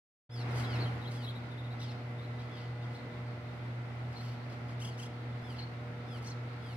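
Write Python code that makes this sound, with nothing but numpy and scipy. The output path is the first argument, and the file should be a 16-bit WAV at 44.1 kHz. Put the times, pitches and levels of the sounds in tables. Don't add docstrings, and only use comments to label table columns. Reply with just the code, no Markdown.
import sys
import numpy as np
from scipy import signal
from scipy.fft import rfft, irfft
from scipy.io import wavfile
from scipy.ndimage import uniform_filter1d

SR = 44100
rng = np.random.default_rng(int(sys.argv[2]) if len(sys.argv) > 2 else 0)


def dump_mix(stems):
    frames = np.atleast_2d(stems).T
    limited = np.clip(frames, -1, 1)
    pcm = np.round(limited * 32767).astype(np.int16)
    wavfile.write(sys.argv[1], SR, pcm)


N = 298116
TIME = np.arange(N) / SR
BINS = np.arange(N // 2 + 1) * SR / N
START_S = 0.292
TOP_HZ = 15800

# frequency in Hz, side minus mid in dB.
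WIDTH = [(60, -20), (130, -17), (300, -9.5), (700, -6.5), (1300, 0), (16000, 1)]


def undb(db):
    return 10 ** (np.asarray(db) / 20)


def curve(rows, at):
    return np.interp(at, *np.transpose(rows))


def colour(rows, hz):
    points, db = np.transpose(rows)
    return np.interp(np.log(hz + 1e-9), np.log(points), db)


def walk(rate, size):
    hold = max(int(SR / rate), 1)
    steps = np.repeat(rng.standard_normal(size // hold + 3), hold)
    return np.sqrt(3 / 2) * uniform_filter1d(steps, hold)[hold:hold + size]


def add(track, start_s, sound, lag_count=3):
    for channel, lag in enumerate((lag_count, 0)):
        first = max(int(start_s * SR) + lag, 0)
        part = sound[:max(N - first, 0)]
        track[channel, first:first + len(part)] += part


def spread(mid, side):
    return np.array([mid + side, mid - side])


def syrinx(hz, throat, jitter, flutter_db, treble_db=0, second_db=0, corner_hz=4000, count=12):
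    size = len(hz)
    phase = 2 * np.pi * np.cumsum(hz * (1 + jitter * walk(1100, size))) / SR
    k = np.arange(1, count + 1)[:, None]
    treble = treble_db * np.clip(np.log2(k * hz / corner_hz), 0, 1)
    db = colour(throat, k * hz) + treble + second_db * (k == 2)
    audible = k * hz < TOP_HZ
    tone = np.sum(undb(db) * audible * np.sin(k * phase), axis=0)
    tone = tone * undb(flutter_db * walk(250.4, size))
    return tone / np.std(tone)


def gantry(sound, early_db, tail_db, early_t60=0.33, tail_t60=0.64):
    t = np.arange(SR) / SR
    early, tail = rng.standard_normal((2, 2, SR))
    sparse = rng.random((2, SR)) < 0.02
    early = early * sparse * (t > 0.003) * undb(-60 * t / early_t60)
    tail = signal.lfilter(*signal.butter(1, 5000, fs=SR), tail)
    tail = tail * (t > 0.02) * undb(-60 * t / tail_t60)
    response = 0
    for db, part in ((early_db, early), (tail_db, tail)):
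        response = response + undb(db) * part / np.linalg.norm(part, axis=1, keepdims=True)
    return sound + signal.fftconvolve(sound, response, axes=1)[:, :N]


def cries():
    # start in seconds, length in seconds, top pitch in Hz, level in dB before
    # echoes and mix, treble in dB, second harmonic in dB, hoarse to clear power ratio at the end.
    cry_rows = [(0.297, .14, 1742, -51, -6, -6, .6), (0.48, 0.057, 2140, -58, 1, -6, .3),
                (0.629, 0.15, 1715, -48.5, -3, 6, 0.45), (1.121, .148, 1730, -55.5, 3, 7, 0.29),
                (1.8, 0.14, 1640, -56.5, -6, 4, 1.9), (2.493, .13, 1740, -57.5, -13, 9, 0.92),
                (4.827, .14, 1695, -61.5, 0, -3, .5), (5.416, 0.15, 1752, -56.5, 6, 8, .25),
                (6.055, .145, 1777, -55.5, 5, 8, .15), (6.599, .17, 1704, -57.5, 5, 6.5, .35)]
    cry_shape = [(0, .87), (.1, .96), (.22, 1), (.36, .98), (.66, .87), (1, .71)]
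    # frequency in Hz, level in dB.
    cry_throat = [(1600, -22), (2600, -1), (3400, -1.3), (4500, 2.7), (5300, -3), (5900, -15), (6800, -18),
                  (8600, -17), (10800, -16), (12800, -27), (15000, -26)]
    brightening_db = 3
    out = np.zeros((2, N))
    for start, length, hz, db, treble_db, second_db, hoarse in cry_rows:
        u = np.linspace(0, 1, int(length * SR))
        pitch = hz * curve(cry_shape, u)
        tilt_db = treble_db + brightening_db * u
        clear = syrinx(pitch, cry_throat, jitter=0.007 + 0.016 * u, flutter_db=2.5,
                       treble_db=tilt_db, second_db=second_db)
        rough = syrinx(pitch, cry_throat, jitter=0.07, flutter_db=2.5, treble_db=tilt_db, second_db=-8)
        voice = clear + np.sqrt(np.abs(hoarse)) * u * rough
        swell = np.abs(np.sin(np.pi * u ** 1.25)) ** 0.55
        add(out, start, undb(db) * voice * swell, lag_count=2)
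    return out


def arches(notes, jitter):
    # multiple of the top pitch, level in dB.
    chirp_throat = [(1, 0), (1.6, -30), (2, -28), (2.4, -30), (2.85, -20), (3.4, -38)]
    # top pitch in Hz, treble in dB.
    chirp_treble = [(4050, 1), (4350, -11)]
    arch_per_s = 3.3
    flatness = 2.6
    out = np.zeros((2, N))
    for middle, length, hz, db in notes:
        u = np.linspace(0, 1, int(length * SR))
        pitch = hz * (1 - arch_per_s * length * np.abs(2 * u - 1) ** flatness)
        throat = np.array(chirp_throat) * [hz, 1]
        tone = syrinx(pitch, throat, jitter, flutter_db=2.5, treble_db=curve(chirp_treble, hz))
        add(out, middle - length / 2, undb(db) * tone * np.sin(np.pi * u) ** 0.7)
    return out


def chirps():
    # middle in seconds, length in seconds, top pitch in Hz, level in dB before
    chirp_rows = [(.647, .025, 3970, -45), (.82, 0.076, 4310, -43.5), (.868, .045, 3150, -48.5),
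                  (1.03, 0.039, 3890, -52.5), (1.056, .03, 3280, -51.5), (1.077, 0.043, 4050, -49),
                  (1.247, .056, 3950, -47), (1.286, .045, 3320, -47.5), (1.294, .05, 3950, -47),
                  (1.368, .05, 3920, -52.5), (1.525, .055, 3740, -57), (1.593, .05, 3760, -54),
                  (1.657, 0.06, 3720, -56), (1.722, .05, 3940, -56.5), (1.824, .034, 3850, -53),
                  (2.195, 0.038, 3740, -57), (2.226, 0.027, 4050, -57), (2.252, 0.023, 4100, -59),
                  (2.403, .045, 4000, -59), (2.577, 0.044, 3820, -58), (2.835, .045, 3600, -61),
                  (2.957, .024, 4170, -55), (2.995, .024, 4200, -57), (4.168, 0.0268, 4260, -49),
                  (4.203, .022, 4260, -49), (5.593, .028, 4330, -42.5), (5.628, .027, 4350, -44),
                  (6.275, .03, 4370, -53), (6.313, .03, 4330, -50)]
    return gantry(arches(chirp_rows, jitter=0.031), early_db=-5, tail_db=-16, early_t60=0.06, tail_t60=0.5)


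def creaks():
    # first push of air in seconds, length in seconds, pitch at that push in Hz,
    # rise of the pitch in Hz per second, pushes per second, level in dB before envelope, echoes and mix,
    # second harmonic in dB, treble in dB.
    creak_rows = [(4.823, .112, 1602, 2970, 35, -48.5, -0.5, 0),
                  (4.999, .103, 1590, 2800, 30.5, -50.5, -2, -1),
                  (6.275, 0.08, 2095, 900, 35, -52, -14, -21)]
    # frequency in Hz, level in dB.
    creak_throat = [(1900, -24), (2600, -4), (3100, 2), (3500, -1), (4000, -15), (4700, -9), (5300, -5),
                    (5700, -9), (6200, -8), (6800, -13), (7500, -10), (9000, -19), (9600, -16),
                    (10800, -19), (11800, -30), (12700, -25), (16000, -31)]
    lead_s = 0.03
    peak_width = 0.6
    scoop_share, sag_share, drop_db = 0.33, 0.19, 6
    out = np.zeros((2, N))
    for first_push, length, hz, rise_hz_per_s, pushes_per_s, db, second_db, treble_db in creak_rows:
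        u = np.linspace(0, 1, int(length * SR))
        t = u * length - lead_s
        off_peak = np.sin(np.pi * pushes_per_s * np.maximum(t, 0))
        sag = 1 - np.exp(-(off_peak / peak_width) ** 2)
        scoop = np.maximum(-t / lead_s, 0)
        pitch = (hz + rise_hz_per_s * t) * (1 - sag_share * sag - scoop_share * scoop)
        tone = syrinx(pitch, creak_throat, jitter=0.009 + 0.026 * (sag + scoop), flutter_db=2.2,
                      treble_db=treble_db, second_db=second_db, corner_hz=6500)
        level = undb(db - drop_db * (sag + scoop)) * np.sqrt(np.abs(np.sin(np.pi * u)))
        add(out, first_push - lead_s, level * tone)
    return gantry(out, early_db=-7, tail_db=-16, early_t60=0.06, tail_t60=0.6)


def rasps():
    # start in seconds, length in seconds, top pitch in Hz, level in dB between
    # pushes before envelope, echoes and mix, treble in dB, sheen in dB.
    rasp_rows = [(0.536, .11, 1603, -54, 4, -3), (1.098, 0.085, 1600, -58.5, 3, -3),
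                 (1.793, 0.065, 1890, -51.5, -11, 2), (2.38, .06, 1700, -62, -10, 0),
                 (2.543, 0.13, 1640, -62.5, -13, 0), (2.807, 0.053, 1650, -65, -10, 0),
                 (2.902, 0.09, 1600, -65, -3, 0), (4.118, 0.14, 1636, -63, -3, 0),
                 (4.197, 0.15, 1680, -60, -6, 11), (4.492, 0.063, 1610, -62.5, -4, 0),
                 (4.677, .05, 1640, -63, -4, 0), (5.552, 0.068, 1586, -57, -14, 0),
                 (6.213, 0.094, 1610, -60.5, 2, 2)]
    # frequency in Hz, level in dB.
    rasp_throat = [(1800, -22), (3000, -2), (3700, -5), (4800, -1), (5600, -8), (6400, -10), (8500, -14),
                   (10800, -17), (12000, -23), (16000, -28)]
    pushes_per_s, stagger = 38, 0.1
    sag_share, throb_db = 0.17, 5
    sheen_hz, sheen_width_hz = 12700, 600
    ring = signal.iirpeak(sheen_hz, sheen_hz / sheen_width_hz, fs=SR)
    out = np.zeros((2, N))
    for start, length, hz, db, treble_db, sheen_db in rasp_rows:
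        u = np.linspace(0, 1, int(length * SR))
        cycles = pushes_per_s * u * length + stagger * walk(pushes_per_s, len(u))
        sag = np.cos(np.pi * cycles) ** 2
        tone = syrinx(hz * (1 - sag_share * sag), rasp_throat, jitter=0.085, flutter_db=2,
                      treble_db=treble_db)
        tone = tone + (undb(sheen_db) - 1) * signal.lfilter(*ring, tone)
        level = undb(db + throb_db * (1 - sag)) * np.sqrt(np.abs(np.sin(np.pi * u)))
        add(out, start, level * tone)
    return out


def whistle(glide_s=0.035):
    # start in seconds, length in seconds, pitch in Hz, peak level in dB.
    whistle_rows = [(.72, .4, 11200, -74), (1.05, .4, 15500, -82)]
    scoop_share = 0.11
    out = np.zeros((2, N))
    for start, length, hz, db in whistle_rows:
        u = np.linspace(0, 1, int(length * SR))
        waver = 0.003 * walk(600, len(u)) + 0.007 * walk(22, len(u))
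        pitch = hz * (1 - scoop_share * np.exp(-u * length / glide_s)) * (1 + waver)
        tone = np.sin(2 * np.pi * np.cumsum(pitch) / SR)
        add(out, start, undb(db) * tone * np.sin(np.pi * np.sqrt(u)) ** 2)
    return out


def colony(db=-69.5, count=60):
    when, long, high, far = rng.random((count, 4)).T
    notes = zip(when * N / SR, 0.021 + 0.04 * long, 3400 + 1100 * high, db - 5 * far)
    return arches(notes, jitter=0.06)


def whine_db():
    crest_s, crest_width_s, crest_db = 2.82, 0.76, 8.5
    crest = crest_db / (1 + ((TIME - crest_s) / crest_width_s) ** 2)
    return -68.5 - 0.8 * TIME + crest


def generator(beat_db=-15.5, waver=0.4):
    # multiple of the mains frequency, level in dB before the swell.
    hum = [(4 / 3, -64), (2, -42), (8 / 3, -59.5), (4, -55), (6, -64), (8, -60), (10, -62.5), (12, -66.5),
           (14, -70.5), (22, -68.5), (24, -72), (28, -88)]
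    mains_hz, whine_hz = 60, 2015
    beat_hz, beat_dip_s = 2.02, 3.03
    out = np.zeros((2, N))
    for multiple, db in hum:
        hz = multiple * mains_hz
        depth = np.clip(waver * hz / 600, 0, 0.7)
        carrier = undb(db) * np.sqrt(2) * np.exp(2j * np.pi * hz * TIME)
        mid = (1 + depth * (walk(4, N) + 1j * walk(4, N))) / np.sqrt(1 + 2 * depth ** 2)
        side = depth * undb(colour(WIDTH, hz)) * (walk(3.12, N) + 1j * walk(2.5, N))
        if multiple == 2:
            mid = mid - undb(beat_db) * np.exp(-2j * np.pi * beat_hz * (TIME - beat_dip_s))
        start_phase = np.exp(2j * np.pi * rng.random())
        out += np.real(spread(mid, side) * carrier * start_phase)
    for channel in out:
        phase = 2 * np.pi * whine_hz * TIME + 0.55 * walk(21, N)
        channel += undb(whine_db()) * np.sqrt(2) * np.sin(phase)
    return out


def cooling_air(flicker_db=0.45):
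    # frequency in Hz, level in dB per Hz.
    air = [(25, -100), (50, -92.5), (75, -77), (200, -78), (400, -82), (700, -85), (1100, -87.5),
           (2200, -92), (3200, -99), (4600, -104), (6500, -115), (11000, -123), (16000, -128)]
    # frequency in Hz, width in Hz, height in dB.
    casing = [(83.5, 12, 5), (123, 10, 16), (230.6, 9.8, 6.3), (283.4, 38, 4.4), (766, 290, 3.15),
              (1350, 44, 4.2), (1436, 24, 4.6), (2074, 320, 3.64)]
    db = colour(air, BINS)
    for hz, width, peak_db in casing:
        db = db + peak_db / (1 + (2 * (BINS - hz) / width) ** 2)
    mid, side = rfft(rng.standard_normal((2, N))) * undb(db) * np.sqrt(SR / 2)
    noise = irfft(spread(mid, side * undb(colour(WIDTH, BINS))), N)
    return noise * undb(flicker_db * walk(14, N))


def swell_db():
    attack_s, hold_s, release_s = 0.25, 0.26, 0.21
    top_db, rise_db = 7.5, 18
    rise = np.clip((TIME - START_S) / attack_s, 0, 1)
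    settling = np.maximum(TIME - START_S - attack_s - hold_s, 0)
    return top_db * np.exp(-settling / release_s) - rise_db * (1 - rise) ** 2


def knocks(body_hz=48):
    # start in seconds, thump level in dB, tick level in dB, both before decay.
    knock_rows = [(5.423, -50, -67), (6.663, -56, -65)]
    out = np.zeros((2, N))
    t = np.arange(SR // 8) / SR
    for start, thump_db, tick_db in knock_rows:
        thump = np.sin(2 * np.pi * body_hz * t) * np.exp(-t / 0.015)
        tick = rng.standard_normal(len(t)) * np.exp(-t / 0.0014)
        add(out, start, undb(thump_db) * thump + undb(tick_db) * tick)
    return out


def scene():
    alarm = gantry(cries(), early_db=-6, tail_db=-12, early_t60=0.06, tail_t60=0.6)
    chatter = gantry(rasps(), early_db=-4, tail_db=-10, early_t60=0.12, tail_t60=0.6)
    far_birds = gantry(colony(), early_db=-3, tail_db=1.5)
    near_birds = undb(-3.5) * alarm + undb(-4) * chirps() + undb(1.5) * creaks() + undb(-3) * chatter
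    swell = swell_db()
    machinery = generator() * undb(0.78 * swell) + cooling_air() * undb(swell)
    return near_birds + far_birds + whistle() + machinery + knocks()


def record(dry):
    # frequency in Hz, left minus right in dB.
    ports = [(200, -.5), (380, 1.5), (700, -1.4), (1300, -3.5), (2400, 2), (4200, 3), (6000, 5.5),
             (8000, -6), (11000, -8.5), (15000, -2)]
    tilt_db = colour(ports, BINS) / 2
    sound = irfft(rfft(dry) * undb(np.array([tilt_db, -tilt_db])), N)
    sound = sound * np.clip((TIME - START_S) / 0.007, 0, 1)
    return signal.sosfilt(signal.ellip(10, 0.2, 80, TOP_HZ, fs=SR, output="sos"), sound)


dry = scene()
out = record(dry)
dump_mix(out)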